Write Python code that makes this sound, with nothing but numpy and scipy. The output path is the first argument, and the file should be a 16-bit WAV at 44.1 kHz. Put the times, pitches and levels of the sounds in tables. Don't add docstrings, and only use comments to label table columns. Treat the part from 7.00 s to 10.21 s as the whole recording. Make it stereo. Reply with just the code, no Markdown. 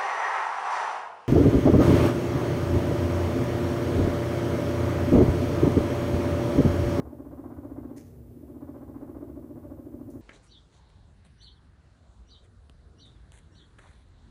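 import sys
import numpy as np
from scipy import signal
from scipy.fft import rfft, irfft, next_fast_len
from scipy.io import wavfile

SR = 44100
rng = np.random.default_rng(int(sys.argv[2]) if len(sys.argv) > 2 else 0)


def to_linear_factor(level_db):
    exponent = np.asarray(level_db, float) / 20
    return 10 ** exponent


def persist_wave(psi):
    counts = np.round(np.clip(psi, -1, 1) * 32767).astype(np.int16)
    wavfile.write(sys.argv[1], SR, np.atleast_2d(counts).T)


N = 141561
LEAD_IN = 4410

# hz, likeness (0-1)
LIKENESS = [(60, .82), (130, .72), (290, .85), (640, .44), (1400, .02), (4400, .05), (5800, .25),
            (7500, .76), (14900, .86)]


def evened(x):
    return x / np.sqrt(np.mean(x ** 2) + 1e-20)


def read(points, hz):
    f, value = np.transpose(points)
    return np.interp(np.log(hz + 1), np.log(f + 1), value)


def colour(x, table):
    size = next_fast_len(x.shape[-1] + 4096)
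    gain = to_linear_factor(read(table, np.fft.rfftfreq(size, 1 / SR)))
    return irfft(rfft(x, size) * gain, size)[..., :x.shape[-1]]


def late(x, s):
    at = np.arange(len(x))
    return np.interp(at - s * SR, at, x, left=0)


def slow(top_hz):
    drift = signal.lfilter(*signal.butter(2, top_hz, fs=SR), rng.standard_normal(2 * N))
    return evened(drift[N:])


def bump(t, rise_s, fall_s):
    return np.exp(-(t / np.where(t < 0, rise_s, fall_s)) ** 2)


def room_floor():
    # hz, relative_density_db
    spectrum = [(15, -72), (25, -44), (50, -52), (65, -2.5), (113, -6.5), (155, -8.5), (193, -22.5),
                (225, -28), (300, -12.5), (400, -14), (600, -22.5), (914, -34), (1890, -43), (2400, -47.5),
                (4000, -51), (7040, -52.5), (11000, -47.5), (15400, -42.5)]
    # hz, left_minus_right_db
    tilt = [(60, -4.5), (130, -1), (1000, -1.5), (4400, -2), (8000, -1.5)]
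    level_db = -49.5
    frames, hz = N // 1024 + 6, np.fft.rfftfreq(4096, 1 / SR)
    a, b, c, d = rng.standard_normal((frames, 2049, 4)).T
    same = np.clip(read(LIKENESS, hz), -1, 1)[:, None]
    first_noise, own_noise = a + 1j * b, c + 1j * d
    z = np.array([first_noise, same * first_noise + np.sqrt(1 - same ** 2) * own_noise])
    balance_db = np.multiply.outer([.5, -.5], read(tilt, hz))[:, :, None]
    z *= to_linear_factor(read(spectrum, hz)[:, None] + balance_db)
    noise = signal.istft(z, nperseg=4096, noverlap=3072)[1][:, 2048:N + 2048]
    return to_linear_factor(level_db) * evened(noise)


def room_tones():
    # hz, width_hz, level_db (rms, midway between left and right)
    resonances = [(67.22, 7.6, -56.5), (95.17, 11.6, -57.5), (144.4, 10.3, -63)]
    t = np.arange(N) / SR
    out = np.zeros(N)
    for hz, width_hz, level_db in resonances:
        turn = 2 * np.pi * hz * t
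        tone = slow(width_hz) * np.cos(turn) + slow(width_hz) * np.sin(turn)
        out += to_linear_factor(level_db) * evened(tone)
    return out * to_linear_factor(np.c_[[-1.5, 1.5]])


def hum():
    # multiple, level_db (rms before the waver, midway between left and right), left_minus_right_db
    tones = [(1, -61, 0), (2, -51.5, 1)]
    base_hz, waver_db, waver_top_hz = 119.9, 2.16, 3.3
    t = np.arange(N) / SR
    out = np.zeros((2, N))
    for multiple, level_db, pan_db in tones:
        level = to_linear_factor(level_db + np.c_[[.5, -.5]] * pan_db - waver_db * slow(waver_top_hz))
        out += np.sqrt(2) * level * np.sin(2 * np.pi * (multiple * base_hz * t + rng.random()))
    return out


def hay():
    # start_s, level_db (before the split by brightness), rise_s, t60_s, brightness (0-1)
    rustles = [(0.962, -60, 0.0026, 0.17, 0.4), (0.971, -57, 0.0068, 0.18, 0.5),
               (1.001, -66, 0.01, 0.32, 0.1), (1.045, -70.5, .025, .45, 0.54),
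               (3.099, -61, 0.0033, .09, 0.95), (3.112, -72.5, .012, 0.61, .85)]
    # hz, relative_db
    dull_tone = [(1000, -17), (1900, 4), (3000, -7), (4300, -7), (5900, -5.5), (6700, -3), (7600, -22),
                 (13900, -18.5), (16000, -36)]
    # hz, relative_db
    bright_tone = [(2500, -52), (4200, -11), (6200, 0), (7500, -3), (10500, -3), (16000, -16.5)]
    grains_per_s, spread_db = 35000, 4.5
    t = np.arange(N) / SR
    size = to_linear_factor(spread_db * np.minimum(rng.exponential(1, (2, N)), 5)) * rng.standard_normal((2, N))
    grains = size * (rng.random((2, N)) < grains_per_s / SR)
    hz, same = np.transpose(LIKENESS)
    same = np.clip(same, .01, .999)
    shared = np.c_[hz, 20 * np.log10(same)]
    own = np.c_[hz, 10 * np.log10(1 - same ** 2)]
    grains = np.array([grains[0], colour(grains[0], shared) + colour(grains[1], own)])
    power = np.zeros((2, N))
    for start_s, level_db, rise_s, t60_s, brightness in rustles:
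        fall_db = 60 * np.maximum(t - start_s - rise_s, 0) / t60_s
        envelope = to_linear_factor(level_db - fall_db) * np.clip((t - start_s) / rise_s, 0, 1)
        power += np.clip(np.c_[[1 - brightness, brightness]], 0, 1) * envelope ** 2
    dull = evened(colour(grains, dull_tone)) * np.sqrt(power[0])
    bright = evened(colour(grains, bright_tone)) * np.sqrt(power[1])
    return dull + bright


def thumps():
    # centre_s, envelope_peak_db, pitch_hz, length_s (from the centre down to 1/e)
    hits = [(.085, -41, 77, 0.039), (.588, -35.5, 80, 0.011), (2.33, -40.5, 70, .035),
            (3.07, -37, 100, 0.011), (3.168, -37.5, 88.6, 0.0072)]
    t = np.arange(N) / SR
    out = np.zeros(N)
    for centre_s, peak_db, hz, length_s in hits:
        out += to_linear_factor(peak_db) * bump(t - centre_s, length_s, length_s) * np.sin(2 * np.pi * hz * (centre_s - t))
    return out


def purr():
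    # end_s, lowest_tone_db, top_pitch_hz (before jitter), octave_db, overtones_db (before colouring)
    throbs = [(0.005, -26.5, 286.7, -46, -44), (0.075, -30.5, 275, -52, -48.5),
              (0.134, -29.5, 315.8, -47, -53.5), (0.207, -26, 290.3, -44.5, -53),
              (0.273, -31.5, 298, -48, -51.5), (0.336, -28.5, 284.5, -44.5, -49.5),
              (0.398, -25, 283.2, -46, -49), (0.463, -25, 282.8, -47, -46), (0.527, -26, 275.3, -48, -47),
              (0.59, -29, 301.7, -48, -48.5), (0.656, -27, 299.7, -44.5, -48.5),
              (0.721, -25.5, 276, -46, -50.5), (0.787, -23.5, 279.7, -46, -48), (0.857, -27, 286, -50, -49),
              (0.917, -28, 300.3, -49.5, -50.5), (0.975, -30.5, 299.3, -55, -56.5),
              (1.03, -48.5, 278.8, -80, -64.5), (1.375, -32.5, 294.2, -63, -82),
              (1.439, -33, 307.4, -53.5, -66.5), (1.504, -30, 299.7, -49.5, -57.5),
              (1.569, -29.5, 286.7, -55, -56), (1.633, -27.5, 293.3, -49.5, -50.5),
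              (1.697, -28, 293.8, -46.5, -50.5), (1.767, -28.5, 287, -44, -48.5),
              (1.833, -30, 286, -51.5, -49.5), (1.902, -28, 296.5, -47, -52.5),
              (1.967, -27, 295.4, -51, -48), (2.035, -27.5, 294.2, -47, -48),
              (2.1, -25.5, 299, -45.5, -49.5), (2.17, -26, 289.8, -46, -49),
              (2.233, -26, 315.2, -46.5, -52), (2.302, -27, 293, -47, -53.5),
              (2.379, -26, 296.2, -45.5, -54), (2.448, -29, 295, -50.5, -55.5),
              (2.514, -27.5, 304.6, -48.5, -57), (2.582, -27.5, 286.2, -45, -52),
              (2.654, -29.5, 308, -47.5, -52.5), (2.723, -26.5, 292.1, -45, -51.5),
              (2.797, -27, 280.8, -45, -56), (2.873, -28, 298.9, -50.5, -58),
              (2.946, -27.5, 307.7, -48, -56), (3.018, -28.5, 299, -50, -54.5),
              (3.093, -28.5, 297.7, -49, -57), (3.16, -27.5, 289.4, -46.5, -54)]
    # hz, gain_db
    chest = [(200, -19.5), (252, -9), (275, 0), (310, 2), (370, -2.5), (450, -8.5), (530, -2), (610, 3),
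             (670, 8), (740, -19)]
    # hz, gain_db
    throat = [(400, 10), (620, 7.5), (760, -4.5), (920, -2), (1010, -4.5), (1140, -4), (1300, -11.5),
              (1550, -12.5), (1750, -20), (2100, -20), (2500, -30), (3200, -39.5)]
    throb_s, pitch_start, jitter = 0.02707, .78, .03
    swell_s, release_s, shoulder_db = 0.0059, 0.0034, -11.5
    octave_early_s, octave_rise_s, octave_fall_s = 0.003, .011, 0.0042
    buzz_rise_s, buzz_fall_s, buzz_early_s = 0.0035, 0.0065, 0.0019
    rough, puff_turns, puff_db = .2, .35, 25
    low, high = np.zeros((2, N + LEAD_IN))
    wobble, breath = np.tile(slow(120), 2), rng.standard_normal(N + LEAD_IN)
    for end_s, low_db, top_hz, octave_db, high_db in throbs:
        at = LEAD_IN + np.arange(round((end_s - .05) * SR), min(round((end_s + .03) * SR), N))
        t = (at - LEAD_IN) / SR - end_s
        progress = np.clip(1 + t / throb_s, 0, 1)
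        pitch_hz = top_hz * (pitch_start + (1 - pitch_start) * progress) * (1 + jitter * wobble[at])
        turns = rng.random() + np.cumsum(pitch_hz) / SR
        on = np.clip((t + throb_s) / buzz_rise_s, 0, 1)
        shoulder = to_linear_factor(shoulder_db) * on * (t < 0)
        low_shape = np.maximum(bump(t, swell_s, release_s), shoulder)
        low[at] += to_linear_factor(low_db) * low_shape * np.cos(2 * np.pi * turns)
        octave = bump(t + octave_early_s, octave_rise_s, octave_fall_s)
        low[at] += to_linear_factor(octave_db) * octave * np.cos(4 * np.pi * turns)
        folds = sum(np.cos(2 * np.pi * k * turns) for k in range(3, 11))
        puffs = np.exp(-(turns % 1) / puff_turns) * breath[at] * to_linear_factor(puff_db)
        off = np.exp(-(np.maximum(t + buzz_early_s, 0) / buzz_fall_s) ** 2)
        high[at] += to_linear_factor(high_db) * on * off * ((1 - rough) * folds + rough * puffs)
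    return colour(low, chest) + colour(high, throat)


def room(x):
    # hz, gain_db
    left_colour = [(200, -11), (250, -6.5), (290, -16.5), (340, -8), (420, 2.5), (600, 1), (900, -5.5),
                   (1300, -3.5), (2400, -6.5)]
    # left_delay_s, right_delay_s, left_db, right_db
    echoes = [(.007, 0.008, -18, -10.5), (.017, 0.027, 0, -17.5), (.029, .036, -8.5, -19)]
    # hz, t60_s
    decay = [(200, 0.38), (500, 0.5), (1200, 0.75), (3000, 0.31)]
    # hz, likeness (0-1)
    tail_likeness = [(250, 1), (600, 0.74), (1200, .1), (2500, 0.073)]
    # left_db, right_db
    tail_db = [-8, -9]
    ring_hz, ring_width_hz, ring_db = 270, 8, -4
    right_lag_s = 0.0002
    taps = np.zeros((2, SR // 2))
    at = np.arange(400, SR // 2 - 20, 20)
    at = at + rng.integers(0, 20, (2, len(at)))
    np.put_along_axis(taps, at, rng.choice([-1., 1.], at.shape), 1)
    hz, t, z = signal.stft(taps, SR, nperseg=1024)
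    same = np.clip(read(tail_likeness, hz), 0, 1)[:, None]
    z[0] = same * z[1] + np.sqrt(1 - same ** 2) * z[0]
    fade = to_linear_factor(-60 * t / read(decay, hz)[:, None])
    tail = signal.istft(z * fade, SR, nperseg=1024)[1]
    tail = tail / np.linalg.norm(tail[1])
    wet = signal.fftconvolve(x[None], tail, axes=1)[:, :len(x)] * to_linear_factor(np.c_[tail_db])
    wet += to_linear_factor(ring_db) * signal.lfilter(*signal.iirpeak(ring_hz, ring_hz / ring_width_hz, SR), x)
    left, right = x + wet
    for left_s, right_s, left_db, right_db in echoes:
        left = left + to_linear_factor(left_db) * late(x, left_s)
        right = right + to_linear_factor(right_db) * late(x, right_s)
    return np.array([colour(left, left_colour), late(right, right_lag_s)])


def scene():
    background = room_floor() + room_tones() + hum()
    return background + hay() + thumps() + room(purr())[:, LEAD_IN:]


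def top_cut(x):
    return signal.sosfilt(signal.butter(12, 15500, fs=SR, output="sos"), x)


def record(dry):
    edge_hz = 15500
    lowpass = signal.firwin(511, edge_hz, window=("kaiser", 9), fs=SR)
    mix = signal.oaconvolve(dry, lowpass[None], "same")
    return top_cut(mix)


dry = scene()
out = record(dry)
persist_wave(out)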